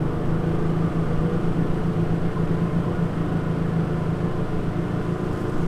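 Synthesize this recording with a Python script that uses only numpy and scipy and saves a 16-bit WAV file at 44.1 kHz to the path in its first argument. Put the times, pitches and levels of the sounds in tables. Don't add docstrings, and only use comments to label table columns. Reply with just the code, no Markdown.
import sys
import numpy as np
from scipy import signal
from scipy.fft import rfft, irfft, next_fast_len
from scipy.io import wavfile

SR = 44100
rng = np.random.default_rng(int(sys.argv[2]) if len(sys.argv) > 2 else 0)


def file_out(sig):
    cols = np.atleast_2d(sig).T
    lim = np.clip(cols, -1, 1)
    pcm = np.round(lim * 32767).astype(np.int16)
    wavfile.write(sys.argv[1], SR, pcm)


N = 250047
TIME = np.arange(N) / SR
CYLINDERS = 6


# t/s, rate/(full engine cycles per s)
ENGINE_SPEED = [(0.0, 25.63), (0.36, 27.01), (0.52, 27.0), (0.64, 26.79), (0.8, 27.38), (0.98, 26.62),
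                (1.12, 26.67), (1.35, 26.78), (1.5, 27.24), (1.69, 26.58), (1.87, 27.53), (2.03, 26.83),
                (2.27, 27.56), (2.44, 26.78), (2.56, 27.31), (2.75, 27.51), (2.88, 27.0), (3.02, 27.31),
                (3.15, 26.95), (3.3, 27.24), (3.62, 27.0), (3.87, 27.26), (4.13, 27.01), (4.42, 27.53),
                (4.68, 26.79), (4.82, 27.09), (4.95, 26.99), (5.14, 27.48), (5.31, 27.25), (5.67, 27.75)]
def crankshaft(first_chug_s):
    turns = np.cumsum(in_time(ENGINE_SPEED)[0]) / SR
    return turns - np.interp(first_chug_s, TIME, turns)


# t/s, level/dB
THROBS = [(.03, -26.5), (.18, -30), (.35, -23.5), (.5, -24.5), (.67, -22.5), (.83, -23.5), (1.0, -23),
          (1.12, -24.5), (1.24, -20), (1.35, -26.5), (1.48, -23.5), (1.6, -19.5), (1.73, -25.5),
          (1.87, -22), (2.01, -21.5), (2.14, -21), (2.26, -22), (2.42, -23.5), (2.52, -21), (2.64, -21),
          (2.78, -21), (2.9, -24.5), (3.02, -21), (3.22, -27), (3.35, -24.5), (3.51, -24), (3.62, -24.5),
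          (3.79, -21.5), (3.95, -25), (4.11, -26), (4.25, -21.5), (4.41, -29), (4.54, -28), (4.69, -24.5),
          (4.79, -25.5), (4.95, -28.5), (5.09, -26.5), (5.31, -29), (5.44, -40), (5.61, -26)]
# t/s, share/(0-1)
BOOM_SHARE = [(0, .27), (.75, .2), (.9, .44), (1.05, .28), (1.3, .46), (1.55, .5), (1.8, .44), (2.08, .48),
              (2.2, .25), (2.33, .5), (2.58, .42), (2.72, .48), (3.1, .5), (3.3, .36), (3.7, .28),
              (3.9, .36), (4.05, .25), (4.2, .46), (4.9, .48), (5.67, .4)]
def firing_note(turns, boom_wander, flutter_db):
    share = in_time(BOOM_SHARE)[0]
    note = line(turns, order=CYLINDERS, start=0, wander=0, flutter_db=flutter_db)
    boom = line(CYLINDERS * turns + beats(), order=1, start=0, wander=boom_wander, flutter_db=flutter_db)
    return from_db(in_time(THROBS)[0]) * ((1 - share) * note + share * boom)


def beats():
    return np.interp(TIME, np.array(THROBS)[:, 0], np.arange(len(THROBS)))


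def surge(swing_db):
    depth = 2 * in_time(BOOM_SHARE)[0]
    return from_db(swing_db * depth * np.cos(2 * np.pi * beats()))


# f/cycle rate, base level at start/dB, base level at end/dB
ENGINE_ORDERS = [(1, -49, -43), (2, -45.5, -45.5), (3, -42, -41.5), (4, -34.5, -35), (5, -34.5, -34.5),
                 (7, -41.5, -36), (8, -41, -48.5), (9, -44, -52.5), (10, -41.5, -46), (11, -45, -37.5),
                 (12, -44.5, -44), (13, -35.5, -37), (14, -48.5, -46.5), (15, -56, -58), (16, -41, -43),
                 (18, -49, -48), (19, -47, -52.5), (21, -55, -53.5), (30, -57, -58.5), (33, -51, -65)]
# f/cycle rate, mid t/s, half length/s, change/dB
SWELLS = [(11, .88, .2, 8), (11, 1.6, .1, 8), (11, 2.2, .1, 5), (11, 2.48, .05, 7), (11, 3.27, .06, 4),
          (11, 4.8, .1, 4), (13, .95, .13, -5), (13, 1.85, .05, -9), (13, 3.27, .06, -6),
          (13, 3.6, .08, -4), (13, 4.12, .06, -4), (13, 4.33, .04, 4), (13, 4.56, .1, -10),
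          (13, 4.95, .08, -7), (13, 5.33, .04, -5), (12, .5, .28, 3), (18, .15, .12, 4), (18, .47, .07, 5),
          (18, 1.23, .17, 10), (18, 2.9, .08, 9), (18, 3.68, .25, 6), (18, 4.45, .25, 5)]
def engine(turns, spread, smear, wander_per_order, chug_flutter_db, growl_flutter_db, pull_db, pull_s):
    out = np.zeros(N)
    for order, first_db, last_db in ENGINE_ORDERS:
        order = round(order)
        above_firing = order - CYLINDERS
        flutter_db = chug_flutter_db if above_firing < 0 else growl_flutter_db
        start = spread * above_firing ** 2 / 2 + smear * max(above_firing, 0) * rng.standard_normal()
        settling_db = np.linspace(first_db, last_db, N)
        lift_db = pull_db * np.exp(-TIME / pull_s) * (order % CYLINDERS == 0)
        swell_db = sum(db * np.exp(-((TIME - s) / half) ** 4) for k, s, half, db in SWELLS if k == order)
        partial = line(turns, order, start, wander_per_order * order, flutter_db)
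        out += from_db(settling_db + lift_db + swell_db) * partial
    return out


def dip(at_s, half_s, change_db):
    return from_db(change_db * np.exp(-((TIME - at_s) / half_s) ** 2))


# f/Hz, relative level/dB
ROAR_SPECTRUM = [(30, -88), (70, -55.5), (120, -57.5), (180, -54.5), (225, -57.5), (260, -61), (315, -61.5),
                 (390, -60.5), (465, -60.5), (540, -68.5), (650, -69), (720, -69), (860, -73), (1150, -72),
                 (1480, -76), (2200, -86), (5000, -110)]
# t/s, relative roar level/dB, relative spray level/dB
FLOW = [(0, -35.5, -54.5), (.8, -35.5, -52.5), (3, -35.5, -53), (5.1, -37, -53), (5.67, -36, -53)]
def roar(turns, gain_db):
    rush = rng.standard_normal(N) * pulsing(turns, cycle_depth=0.077, firing_depth=0.051)
    return from_db(in_time(FLOW)[0] + gain_db) * coloured(rush, ROAR_SPECTRUM)


def pulsing(turns, cycle_depth, firing_depth):
    lope = np.cos(2 * np.pi * turns) + np.cos(2 * np.pi * 2 * turns + 1)
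    return 1 + cycle_depth * lope + firing_depth * np.cos(2 * np.pi * CYLINDERS * turns)


# t/s, level/dB
BREEZE = [(0, -26), (2.5, -30), (3.8, -35.5), (4.65, -25.5), (5.05, -39.5), (5.67, -25)]
def wind(gust_db):
    eddies = rms_one(band(rng.standard_normal(N + SR), 6.2, 14.7)[SR:])
    return from_db(in_time(BREEZE)[0] + gust_db * drift(3.8)) * eddies


def bump(at_s, hz, t60_s, level_db):
    age = np.maximum(TIME - at_s, 0)
    return from_db(level_db - 60 * age / t60_s) * -np.sin(2 * np.pi * hz * age)


# f/drive rate, relative level/dB
DRIVE_ORDERS = [(16, -47.5), (17, -51.5), (21, -55), (22, -51.5), (23, -50), (24, -54.5), (26, -55),
                (27, -50), (28, -52.5)]
def drive(turns, turns_per_cycle, gain_db):
    shaft = turns_per_cycle * turns
    return sum(from_db(db + gain_db) * line(shaft, round(k), rng.random(), wander=0.21, flutter_db=2.0)
               for k, db in DRIVE_ORDERS)


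def clatter(turns, scatter_db, wander, gear_teeth, gear_db):
    orders = np.arange(32, 80)
    gains = from_db(scatter_db * rng.standard_normal(len(orders)) + gear_db * (orders == gear_teeth))
    comb = sum(g * line(turns, k, rng.random(), wander, flutter_db=4.0) for k, g in zip(orders, gains))
    return rms_one(comb)


PANEL_HZ = [907, 930, 1008, 1041, 1262, 1335, 1446, 1560, 1738, 1865, 2105]
# width/Hz, relative level/dB
PANEL_RINGS = [(9, -8), (10, -11), (9, 3.5), (13, -1.5), (20, -3), (13.8, -1), (30, -0.8), (12, -10),
               (16, -7.5), (16, -13), (22, -11.5)]
# t/s, relative level/dB
BUZZ = [(0, -2.5), (1.2, -0.5), (1.95, -3.5), (2.3, 1.5), (2.7, 1), (3.1, 1), (3.5, 2), (3.85, 1.5),
        (4.45, -1), (4.8, 2), (5.67, 1.5)]
def panels(rattle, rush_db, gain_db):
    shake = rattle + from_db(rush_db) * noise_band(1210, 2200)
    rings = sum(from_db(db) * signal.lfilter(*signal.iirpeak(hz, hz / width_hz, fs=SR), shake)
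                for hz, (width_hz, db) in zip(PANEL_HZ, PANEL_RINGS))
    return from_db(gain_db + in_time(BUZZ)[0]) * rings


# t/s, length/s, level/dB
WHINES = [(2.17, .25, -52), (2.52, .4, -49.5), (3.22, .26, -53), (3.75, .26, -49), (4.16, .46, -47.5),
          (5.03, .6, -52)]
def panel_whine(turns, hz, wander, flutter_db):
    note = line(hz * TIME, order=1, start=0, wander=wander, flutter_db=flutter_db)
    rough = pulsing(turns, cycle_depth=0.26, firing_depth=0.1) * from_db(flutter_db * drift(40))
    return strokes(WHINES, edge_s=0.044) * rms_one(note * rough)


# t/s, level/dB
RING = [(0, -51), (0.8, -43.5), (1.6, -49.5), (2.4, -59), (5.67, -48)]
def breathy_ring(hz, width_hz):
    return from_db(in_time(RING)[0]) * noise_band(hz - width_hz / 2, hz + width_hz / 2)


# f/Hz, relative level/dB
SPRAY_SPECTRUM = [(1000, -95.5), (2200, -84.5), (3000, -82.5), (3450, -86.5), (3800, -90.5), (5000, -93),
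                  (7000, -99), (8500, -96), (10000, -103.5), (11400, -104), (12500, -111), (15000, -117)]
def spray(turns, grain_db, gain_db):
    drops = rng.standard_normal(N) * from_db(grain_db * drift(200))
    drops *= pulsing(turns, cycle_depth=0.017, firing_depth=.02)
    return from_db(in_time(FLOW)[1] + gain_db) * coloured(drops, SPRAY_SPECTRUM)


# delay/s, gain/ratio
DECK_ECHOES = [(.0043, .1), (.0079, -.13), (.0137, .1)]
def deck(hiss):
    return hiss + sum(gain * np.interp(TIME - delay, TIME, hiss, left=0) for delay, gain in DECK_ECHOES)


# t/s, length/s, level/dB
RUBS = [(5.0, 0.88, -63), (5.307, 0.145, -64), (5.46, 0.34, -67)]
# f/Hz, relative level/dB
CLOTH_SPECTRUM = [(2000, -13), (5000, 4), (8500, 0), (14500, -14)]
# t/s, relative peak level/dB
CREASES = [(5.330, -42), (5.376, -44), (5.404, -49), (5.415, -45), (5.440, -49), (5.494, -47), (5.545, -48)]
def clothing(grain_db, snap_t60_s, snap_gain_db):
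    slips = rng.standard_normal(N) * from_db(grain_db * drift(120))
    slide = coloured(slips, CLOTH_SPECTRUM) * strokes(RUBS, edge_s=0.025)
    snaps = sum((TIME >= s) * from_db(db + snap_gain_db - 60 * np.clip((TIME - s) / snap_t60_s, 0, 2))
                for s, db in CREASES)
    return slide + band(snaps * rng.standard_normal(N), 4200, 15000)


# position/cycle, peak level/dB
TICKS = [(.11, -56), (.30, -55), (.80, -58)]
def valves(turns, t60_cycles, low_hz, high_hz):
    ticks = sum(from_db(db - 60 * ((turns - at) % 1) / t60_cycles) for at, db in TICKS)
    return ticks * noise_band(low_hz, high_hz)


def line(turns, order, start, wander, flutter_db):
    phase = 2 * np.pi * (order * turns + start) + wander * drift(3.5)
    return rms_one(np.cos(phase) * from_db(flutter_db * drift(6.6)))


def drift(rate_hz):
    hop, run_in = 40, 2000
    pole = np.exp(-2 * np.pi * rate_hz * hop / SR)
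    noise = rng.standard_normal(N // hop + run_in + 2)
    slow = signal.lfilter([1], [1, -2 * pole, pole * pole], noise)[run_in:]
    return np.interp(np.arange(N) / hop, np.arange(len(slow)), rms_one(slow))


def coloured(x, spectrum):
    size = next_fast_len(N)
    hz, db = np.transpose(spectrum)
    bin_hz = np.maximum(np.arange(size // 2 + 1) * SR / size, 1)
    gain = from_db(np.interp(np.log(bin_hz), np.log(hz), db))
    return rms_one(irfft(rfft(x, size) * gain, size)[:N])


def band(x, low_hz, high_hz):
    return signal.sosfilt(signal.butter(2, [low_hz, high_hz], "band", fs=SR, output="sos"), x)


def noise_band(low_hz, high_hz):
    return rms_one(band(rng.standard_normal(N), low_hz, high_hz))


def strokes(rows, edge_s):
    return sum(from_db(db) * np.clip(np.minimum(TIME - s, s + length - TIME) / edge_s, 0, 1)
               for s, length, db in rows)


def in_time(rows):
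    s, *columns = np.transpose(rows)
    return [np.interp(TIME, s, column) for column in columns]


def from_db(db):
    return 10 ** (np.asarray(db) / 20)


def rms_one(x):
    return x / np.sqrt(np.mean(x ** 2) + 1e-20)


def scene():
    turns = crankshaft(first_chug_s=.029)
    drone = firing_note(turns, boom_wander=0.1, flutter_db=1.3)
    chug = engine(turns, spread=-.16, smear=0.197, wander_per_order=0.021,
                  chug_flutter_db=1.0, growl_flutter_db=2.0, pull_db=8.5, pull_s=1.6)
    drone += surge(swing_db=1.6) * chug
    drone *= dip(at_s=2.315, half_s=.03, change_db=-7)
    rattle = clatter(turns, scatter_db=1.5, wander=0.12, gear_teeth=38, gear_db=4.5)
    machinery = from_db(-48.0) * coloured(rattle, ROAR_SPECTRUM)
    machinery += panels(rattle, rush_db=-4, gain_db=-38.5)
    machinery += drive(turns, turns_per_cycle=.985, gain_db=2.0)
    machinery += panel_whine(turns, hz=1038, wander=0.82, flutter_db=5.5)
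    machinery += valves(turns, t60_cycles=0.37, low_hz=1800, high_hz=4200)
    water = roar(turns, gain_db=5.0) + breathy_ring(hz=1180, width_hz=117)
    water += deck(spray(turns, grain_db=0.95, gain_db=1.6))
    nearby = wind(gust_db=0.3) + bump(at_s=1.186, hz=43, t60_s=0.078, level_db=-11.5)
    nearby += clothing(grain_db=2.0, snap_t60_s=.015, snap_gain_db=-2.5)
    return (drone + machinery + water + nearby)[None]


def record(dry):
    ease = np.clip(np.minimum(TIME, TIME[-1] - TIME) / .004, 0, 1)
    return signal.sosfilt(signal.ellip(10, .2, 90, 15100, fs=SR, output="sos"), dry * ease)


dry = scene()
out = record(dry)
file_out(out)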